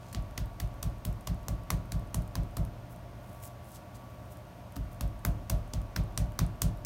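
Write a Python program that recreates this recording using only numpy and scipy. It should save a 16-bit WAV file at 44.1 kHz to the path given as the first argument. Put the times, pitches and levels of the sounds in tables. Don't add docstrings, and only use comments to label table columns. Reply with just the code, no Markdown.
import sys
import numpy as np
from scipy import signal
from scipy.fft import rfft, irfft, next_fast_len
from scipy.io import wavfile

SR = 44100
rng = np.random.default_rng(int(sys.argv[2]) if len(sys.argv) > 2 else 0)


def generate_wav(signal):
    frames = np.transpose(np.atleast_2d(signal))
    scaled = np.clip(frames, -1, 1) * 32767
    pcm = np.round(scaled).astype(np.int16)
    wavfile.write(sys.argv[1], SR, pcm)


N = 302261

# slap time in seconds, weight in dB, hardness in dB, slap level in dB,
# sizzle in dB over the slap, tilt of the sizzle's top in dB, air pop level in dB, nominal air pop
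# frequency in Hz, graze from 0 (square) to 1 (glancing). The levels are relative.
PAT_BLOWS = [(0.1473, -2.5, -4, -38, -7.5, -10, -42, 1230, 0.02),
             (0.379, -2.5, -2, -35.5, -3, 4, -37, 2010, 0.79),
             (0.603, -3, -0.5, -39.5, 2.5, 8, -39.5, 1850, 0.98),
             (0.8297, -2.5, 2, -38.5, 4.5, 4, -39, 1190, 0.72),
             (1.052, -2, 0.5, -41, 6, 9, -44, 1160, 0.83), (1.2739, -2.5, 2.5, -37.5, 0, 1, -36, 1040, .7),
             (1.4834, -2, 1, -41, 4.5, 0, -37, 1100, 0.07),
             (1.7036, -1.5, 4, -35, 5.5, -1.5, -27, 1160, .05),
             (1.9207, -1.5, 2.5, -40, 1.5, 0, -46, 1530, 0.56),
             (2.144, -1.5, 3.5, -40.5, 8.5, -5, -36.5, 1030, 0.07),
             (2.354, 0, 1, -39, -1.5, 0, -36.5, 1230, 0.04), (2.5705, -.5, 3.5, -44, 6, 5, -38, 1270, 0.87),
             (4.766, -3, -3.5, -49, 4, 10, -45, 1300, 0.9),
             (5.0089, 0, -3.5, -40, 2.5, 7, -38.5, 1140, 0.1),
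             (5.2502, 1.5, 1, -36.5, 7.5, 12, -29.5, 1140, 0.14),
             (5.4996, 3, -3.5, -34.5, 3, 4.5, -34.5, 1120, 0.68),
             (5.736, -.5, -3, -39.5, -1, -6, -44, 1000, 0.46),
             (5.9632, 0, 2.5, -34.5, -1.5, 11, -30, 1190, 0.68),
             (6.176, 1.5, 1, -34, 4, -8, -35, 1140, .05), (6.3905, 0, 7.5, -31.5, 0.5, 0, -28.5, 1210, .15),
             (6.619, 1, 5, -32.5, 7.5, -4, -33.5, 1130, 0.35), (6.8497, 2, 1, -23.5, 6, -7, -28, 1550, .1)]
# for a square blow in seconds, for a grazing one in seconds.
TOUCH_LEAD = (.0012, .0032)


def gain_of(db):
    return 10 ** (np.asarray(db) / 20)


def evened(x):
    return x / np.sqrt(np.mean(x ** 2) + 1e-20)


def read(points, hz):
    f, value = np.transpose(points)
    return np.interp(np.log(hz + 1), np.log(f + 1), value)


def add(mix, s, sound):
    part = mix[max(round(s * SR), 0):][:len(sound)]
    part += sound[:len(part)]


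def colour(x, points, size=2048):
    log_gain = np.log(gain_of(read(points, abs(np.fft.fftfreq(size, 1 / SR)))))
    taps = np.fft.ifft(np.exp(np.conj(signal.hilbert(log_gain)))).real
    return signal.fftconvolve(x, taps[:size // 2])[:len(x)]


def noise(magnitude):
    size = next_fast_len(N)
    return evened(irfft(rfft(rng.standard_normal(size)) * magnitude(np.fft.rfftfreq(size, 1 / SR)), size)[:N])


def drift(rate_hz):
    return noise(lambda hz: 1 / (1 + (hz / rate_hz) ** 4))


def kitchen(rumble_db=-49.5, waver_rad=0.48, tremor_db=2.0, air_db=-62, whine_hz=1138, whine_lift_db=1.04):
    # frequency in Hz, relative density in dB.
    air_spectrum = [(760, -21), (1300, -1.5), (1970, -5), (2700, -7), (4020, -12.5), (6570, -15.5),
                    (7520, -20.5), (8890, -17.5), (10500, -22.5), (12800, -16.5), (15800, -23)]
    # frequency in Hz, relative density in dB.
    rumble_spectrum = [(22, -26), (36, -13), (52, -9), (64, 0.5), (103, 1.5), (140, -10.5), (180, -5),
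                       (240, -9.5), (330, -12), (420, -17.5), (620, -17), (780, -18), (950, -15),
                       (1400, -26)]
    # frequency in Hz, rms level in dB before the tremor.
    hum_tones = [(51.5, -59), (120, -52.5), (172.3, -63.5)]
    # centre in Hz, half-width in Hz, rms level in dB.
    fan_modes = [(554.3, 13.6, -65.5), (607, 19, -60), (694.6, 44, -59.5), (917, 11, -69.5),
                 (984, 7.4, -74.5), (1431, 13, -74)]
    # time in seconds, level in dB before the lift and the tremor.
    whine_course = [(0.0, -65), (0.98, -62.5), (3.11, -69.5), (3.45, -62), (5.02, -67.5), (5.77, -63.5),
                    (6.8, -64.5)]
    t = np.arange(N) / SR
    out = gain_of(air_db) * noise(lambda hz: gain_of(read(air_spectrum, hz)))
    out += gain_of(rumble_db) * noise(lambda hz: gain_of(read(rumble_spectrum, hz)) / (1 + (hz / 1500) ** 8))
    whine_db = whine_lift_db + np.interp(t, *np.transpose(whine_course))
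    for tone_hz, db in hum_tones + [(whine_hz, whine_db)]:
        level = gain_of(db + tremor_db * drift(1.7))
        phase = 2 * np.pi * tone_hz * t + waver_rad * drift(3.0)
        out += level * np.sqrt(2) * np.sin(phase)
    for centre_hz, width, db in fan_modes:
        out += gain_of(db) * noise(lambda hz: 1 / (1 + ((hz - centre_hz) / width) ** 2))
    return out


def room(x, tail_db=-8, build=0.0056):
    # frequency in Hz, t60 in seconds, relative level in dB.
    ring_bands = [(300, 0.75, 3.5), (1210, 0.24, -3.5), (2250, 0.28, -3.5), (3900, 0.25, -1.5),
                  (8100, 0.21, -5.5), (15000, 0.14, 0.5)]
    hz, t, z = signal.stft(rng.standard_normal(SR // 2), SR, nperseg=256)
    t60, db = (read(np.array(ring_bands)[:, [0, k]], hz)[:, None] for k in (1, 2))
    tail = signal.istft(z * gain_of(db - 60 * t / t60), SR, nperseg=256)[1]
    tail *= 1 - np.exp(-(np.arange(len(tail)) / SR / build) ** 2)
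    return signal.fftconvolve(x, tail * gain_of(tail_db) / np.linalg.norm(tail))


def echoed(x):
    # delay in seconds, level in dB.
    reflections = [(0.01, -21), (.0132, -48), (0.0156, -25)]
    impulses = np.zeros(SR // 32)
    for s, db in [(0.00037, 0.02)] + reflections:
        add(impulses, s, gain_of([db]))
    return signal.fftconvolve(x, impulses)


def brushes(octaves=0.96, grains_per_s=600, grain_db=-7.5):
    # time of the peak in seconds, swell time in seconds, # hiss level in dB before the catches, centre in
    # Hz.
    moves = [(.07, 0.052, -62, 4140), (.133, 0.0032, -45.5, 6900), (2.92, 0.014, -55.5, 14000),
             (3.36, 0.1, -62.5, 12500), (3.45, .02, -48, 11000), (3.695, .04, -59.5, 11000),
             (3.752, 0.019, -53, 7060), (3.957, 0.0098, -55, 7000), (4.2, 0.4, -71.5, 11000),
             (4.323, .012, -56.5, 12000), (4.7599, .001, -44.5, 4000), (4.926, 0.0088, -57, 13000)]
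    out, t = np.zeros(N), np.arange(N) / SR
    catches = (rng.random(N) < grains_per_s / SR) * rng.exponential(1, N)
    grains = evened(signal.lfilter([1], [1, -np.exp(-1 / (0.0009 * SR))], catches))
    for s, swell, db, centre_hz in moves:
        stroke = np.exp(-.5 * ((t - s) / swell) ** 2)
        hiss = noise(lambda hz: np.exp(-.5 * (np.log2((hz + 1) / centre_hz) / octaves) ** 2))
        out += gain_of(db) * stroke * hiss
    return out * (.5 + gain_of(grain_db) * grains)


def ticks(level_db=-18, scatter_db=4.5, decay=0.0019, ring_hz=13800, ring_db=-16, ring_t60=.05):
    # offset from the slap
    # in seconds, scatter in seconds, relative level in dB.
    stroke_ticks = [(-.063, 0.011, -54), (.074, .004, -52.5)]
    # time in seconds, relative level in dB.
    lone_ticks = [(0.1282, -38), (2.9607, -50), (3.437, -40), (3.476, -46), (3.7554, -51), (3.9524, -54),
                  (4.371, -50)]
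    out, t = np.zeros(N), np.arange(SR // 32) / SR
    events = list(lone_ticks)
    for s, *_ in PAT_BLOWS:
        for offset, scatter, db in stroke_ticks:
            tick_s = s + offset + scatter * rng.standard_normal()
            events.append((tick_s, db + scatter_db * rng.standard_normal()))
    spectrum = [(2000, -5.0), (6000, -9), (9000, 1), (13500, -4), (16000, -13)]  # (Hz, dB)
    for s, db in events:
        snap = colour(rng.standard_normal(len(t)) * np.exp(-t / decay), spectrum)
        tone = evened(np.sin(2 * np.pi * ring_hz * t) * gain_of(-60 * t / ring_t60))
        ring = rng.random() * gain_of(ring_db) * tone
        add(out, s, gain_of(db + level_db) * (evened(snap) + 2 * ring))
    return out


def door(level_db=-51, peak=0.034, rise_with_weight=1.8):
    # frequency in Hz, relative density in dB.
    knock_spectrum = [(400, -39.5), (530, -5), (595, 4), (640, 2.5), (700, 1), (780, -17), (1000, -40)]
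    out, t = np.zeros(N), np.arange(SR // 3) / SR
    for s, weight_db, *_ in PAT_BLOWS:
        swell = t / peak * np.exp(1 - t / peak)
        shake = swell * evened(colour(rng.standard_normal(len(t)), knock_spectrum))
        add(out, s, gain_of(level_db + rise_with_weight * weight_db) * shake)
    return out


def lump(start_s=4.7635, sag=.25, rise=.003):
    # nominal frequency in Hz, level in dB, t60 in seconds.
    knock = (276, -37, 0.23)
    out, t = np.zeros(N), np.arange(SR // 5) / SR
    hz, db, t60 = knock
    pitch = hz * (1 + sag * (gain_of(-60 * t / t60) - .5))
    turns = np.cumsum(pitch) / SR
    envelope = gain_of(db - 60 * t / t60) * (1 - np.exp(-t / rise))
    add(out, start_s, envelope * np.sin(2 * np.pi * turns))
    return out


def grazing(ends, graze):
    return np.interp(graze, [0, 1], ends)


def thumps(swell=0.0081, hard_hz=165, spread=0.0075, rattle_db=-47, rattle_rise=0.018, rattle_t60=0.81,
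           dough_db=-26.0, dough_decay=0.01, squash_db_per_db=0.24):
    # nominal frequency in Hz, relative level in dB, t60 in seconds,
    # time the blow takes to reach the mode in seconds.
    counter_modes = [(39.05, -35, 0.84, 0.023), (50.7, -25, 0.3, 0.012), (59.3, -26.5, 0.44, 0.0029),
                     (100.7, -30, 0.52, 0.0033), (112, -32, 0.41, 0.02375), (138.65, -33.5, 0.39, 0.0063),
                     (172.5, -14.5, 0.071, 0.0257), (180.86, -31, 0.27, 0.0125),
                     (217.6, -25.5, 0.08, 0.0164)]
    # frequency in Hz,
    # relative density in dB.
    rattle_spectrum = [(120, -27), (230, 4.5), (310, 3.5), (420, -7.5), (620, -8.5), (700, -6),
                       (820, -10.5), (1300, -13.5), (3000, -49)]
    # frequency in Hz, relative density in dB.
    squash_spectrum = [(100, -14), (200, 8), (290, -3.5), (450, -11.5), (700, -7), (1500, -29)]
    out, t = np.zeros(N), np.arange(SR // 2) / SR
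    hz, db, t60, lag = np.transpose(counter_modes)[:, :, None]
    u = np.maximum(t - lag, 0)
    onset = 1 - np.exp(-(u / swell) ** 2)
    upper = np.minimum(hz / hard_hz, 1) ** 2
    shaken = gain_of(rattle_db - 60 * t / rattle_t60) * (1 - np.exp(-(t / rattle_rise) ** 2))
    squashed = gain_of(dough_db) * (1 - np.exp(-t / 0.0032)) * np.exp(-t / dough_decay)
    for s, weight_db, hard_db, slap_db, *_, graze in PAT_BLOWS:
        detune = 1 + spread * rng.standard_normal(hz.shape)
        level = gain_of(db + hard_db * upper - 60 * u / t60)
        ring = level * onset * np.sin(2 * np.pi * hz * detune * u)
        rattle = gain_of(.5 * hard_db) * shaken * evened(colour(rng.standard_normal(len(t)), rattle_spectrum))
        squash = squashed * evened(colour(rng.standard_normal(len(t)), squash_spectrum))
        dough = gain_of(squash_db_per_db * slap_db) * squash
        thump = gain_of(weight_db) * (rattle - ring.sum(0))
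        add(out, s - grazing(TOUCH_LEAD, graze), dough + thump)
    return out


def contact(t, lead, touch_db, late, snap=0.00016, fingers_db=-5, squeeze=0.0019, squeeze_db=-10):
    u = t - lead
    palm = (u >= 0) * np.exp(-abs(u) / snap)
    fingers = (u >= late) * gain_of(fingers_db) * np.exp(-abs(u - late) / snap)
    rubbing = np.where(u < 0, gain_of(touch_db), gain_of(squeeze_db) * np.exp(-abs(u) / squeeze))
    return np.sqrt(palm ** 2 + fingers ** 2 + rubbing ** 2) * rng.standard_normal(len(t))


def skin(drive, bright_db, top_db, slap_db=-10, sizzle_db=-10):
    # frequency in Hz, relative density in dB.
    crack_spectrum = [(500, -30), (1500, 2), (2400, 3.5), (3200, 3.5), (4600, 3), (6300, -2), (8500, -13.5),
                      (16000, -44)]
    # frequency in Hz, relative density in dB.
    sizzle_spectrum = [(3000, -55.5), (5800, -3.5), (7500, -0.5), (9000, 1.5), (10700, -2), (13000, -1),
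                       (16000, -6)]
    sizzle = colour(colour(drive, sizzle_spectrum), [(8500, 0), (12500, top_db)])
    crack = evened(colour(drive, crack_spectrum))
    return gain_of(slap_db) * crack + gain_of(sizzle_db + bright_db) * evened(sizzle)


def air_pocket(u, hz, t60=0.012, sag=0.59, sag_time=0.0039):
    pitch = hz * (1.15 - sag * (1 - np.exp(-u / sag_time)))
    turns = np.cumsum(pitch * (u > 0)) / SR
    return evened(np.sin(2 * np.pi * turns) * gain_of(-60 * u / t60))


def slaps(pop_db=-10, pop_rough=1.25, pop_room_db=-3):
    # for a square blow in dB, for a grazing one in dB.
    touch_levels = (-31.5, -8)
    # soonest in seconds, latest in seconds.
    finger_delay = (0.00052, .0027)
    # frequency in Hz, relative density in dB.
    puff_spectrum = [(200, -9.5), (700, -3.5), (1150, 2), (2100, -3.5), (3500, -15.5), (9000, -39)]
    out, t = np.zeros(N), np.arange(SR // 32) / SR
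    click = 1. * (t == 0)
    for s, _, _, level_db, bright_db, top_db, air_db, air_hz, graze in PAT_BLOWS:
        lead, touch_db = grazing(TOUCH_LEAD, graze), grazing(touch_levels, graze)
        late = np.interp(rng.random(), [0, 1], finger_delay)
        drive = contact(t, lead, touch_db, late)
        puff = evened(colour(drive, puff_spectrum))
        pop = evened(air_pocket(np.maximum(t - lead, 0), air_hz) + pop_rough * puff)
        crack = gain_of(level_db) * skin(drive, bright_db, top_db)
        add(out, s - lead, echoed(crack + gain_of(air_db + pop_db) * pop))
        add(out, s, gain_of(level_db) * room(skin(click, bright_db, .5 * top_db)))
        add(out, s, gain_of(air_db + pop_db + pop_room_db) * room(evened(colour(click, puff_spectrum))))
    return out


def scene():
    small = ticks() + brushes()
    surroundings = kitchen() + small + room(small)[:N]
    return (surroundings + door() + lump() + thumps() + slaps())[None]


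def record(dry, edge_hz=16000):
    low_pass = signal.firwin(255, edge_hz, window=("kaiser", 9), fs=SR)
    return signal.oaconvolve(dry, low_pass[None], "same")


dry = scene()
out = record(dry)
generate_wav(out)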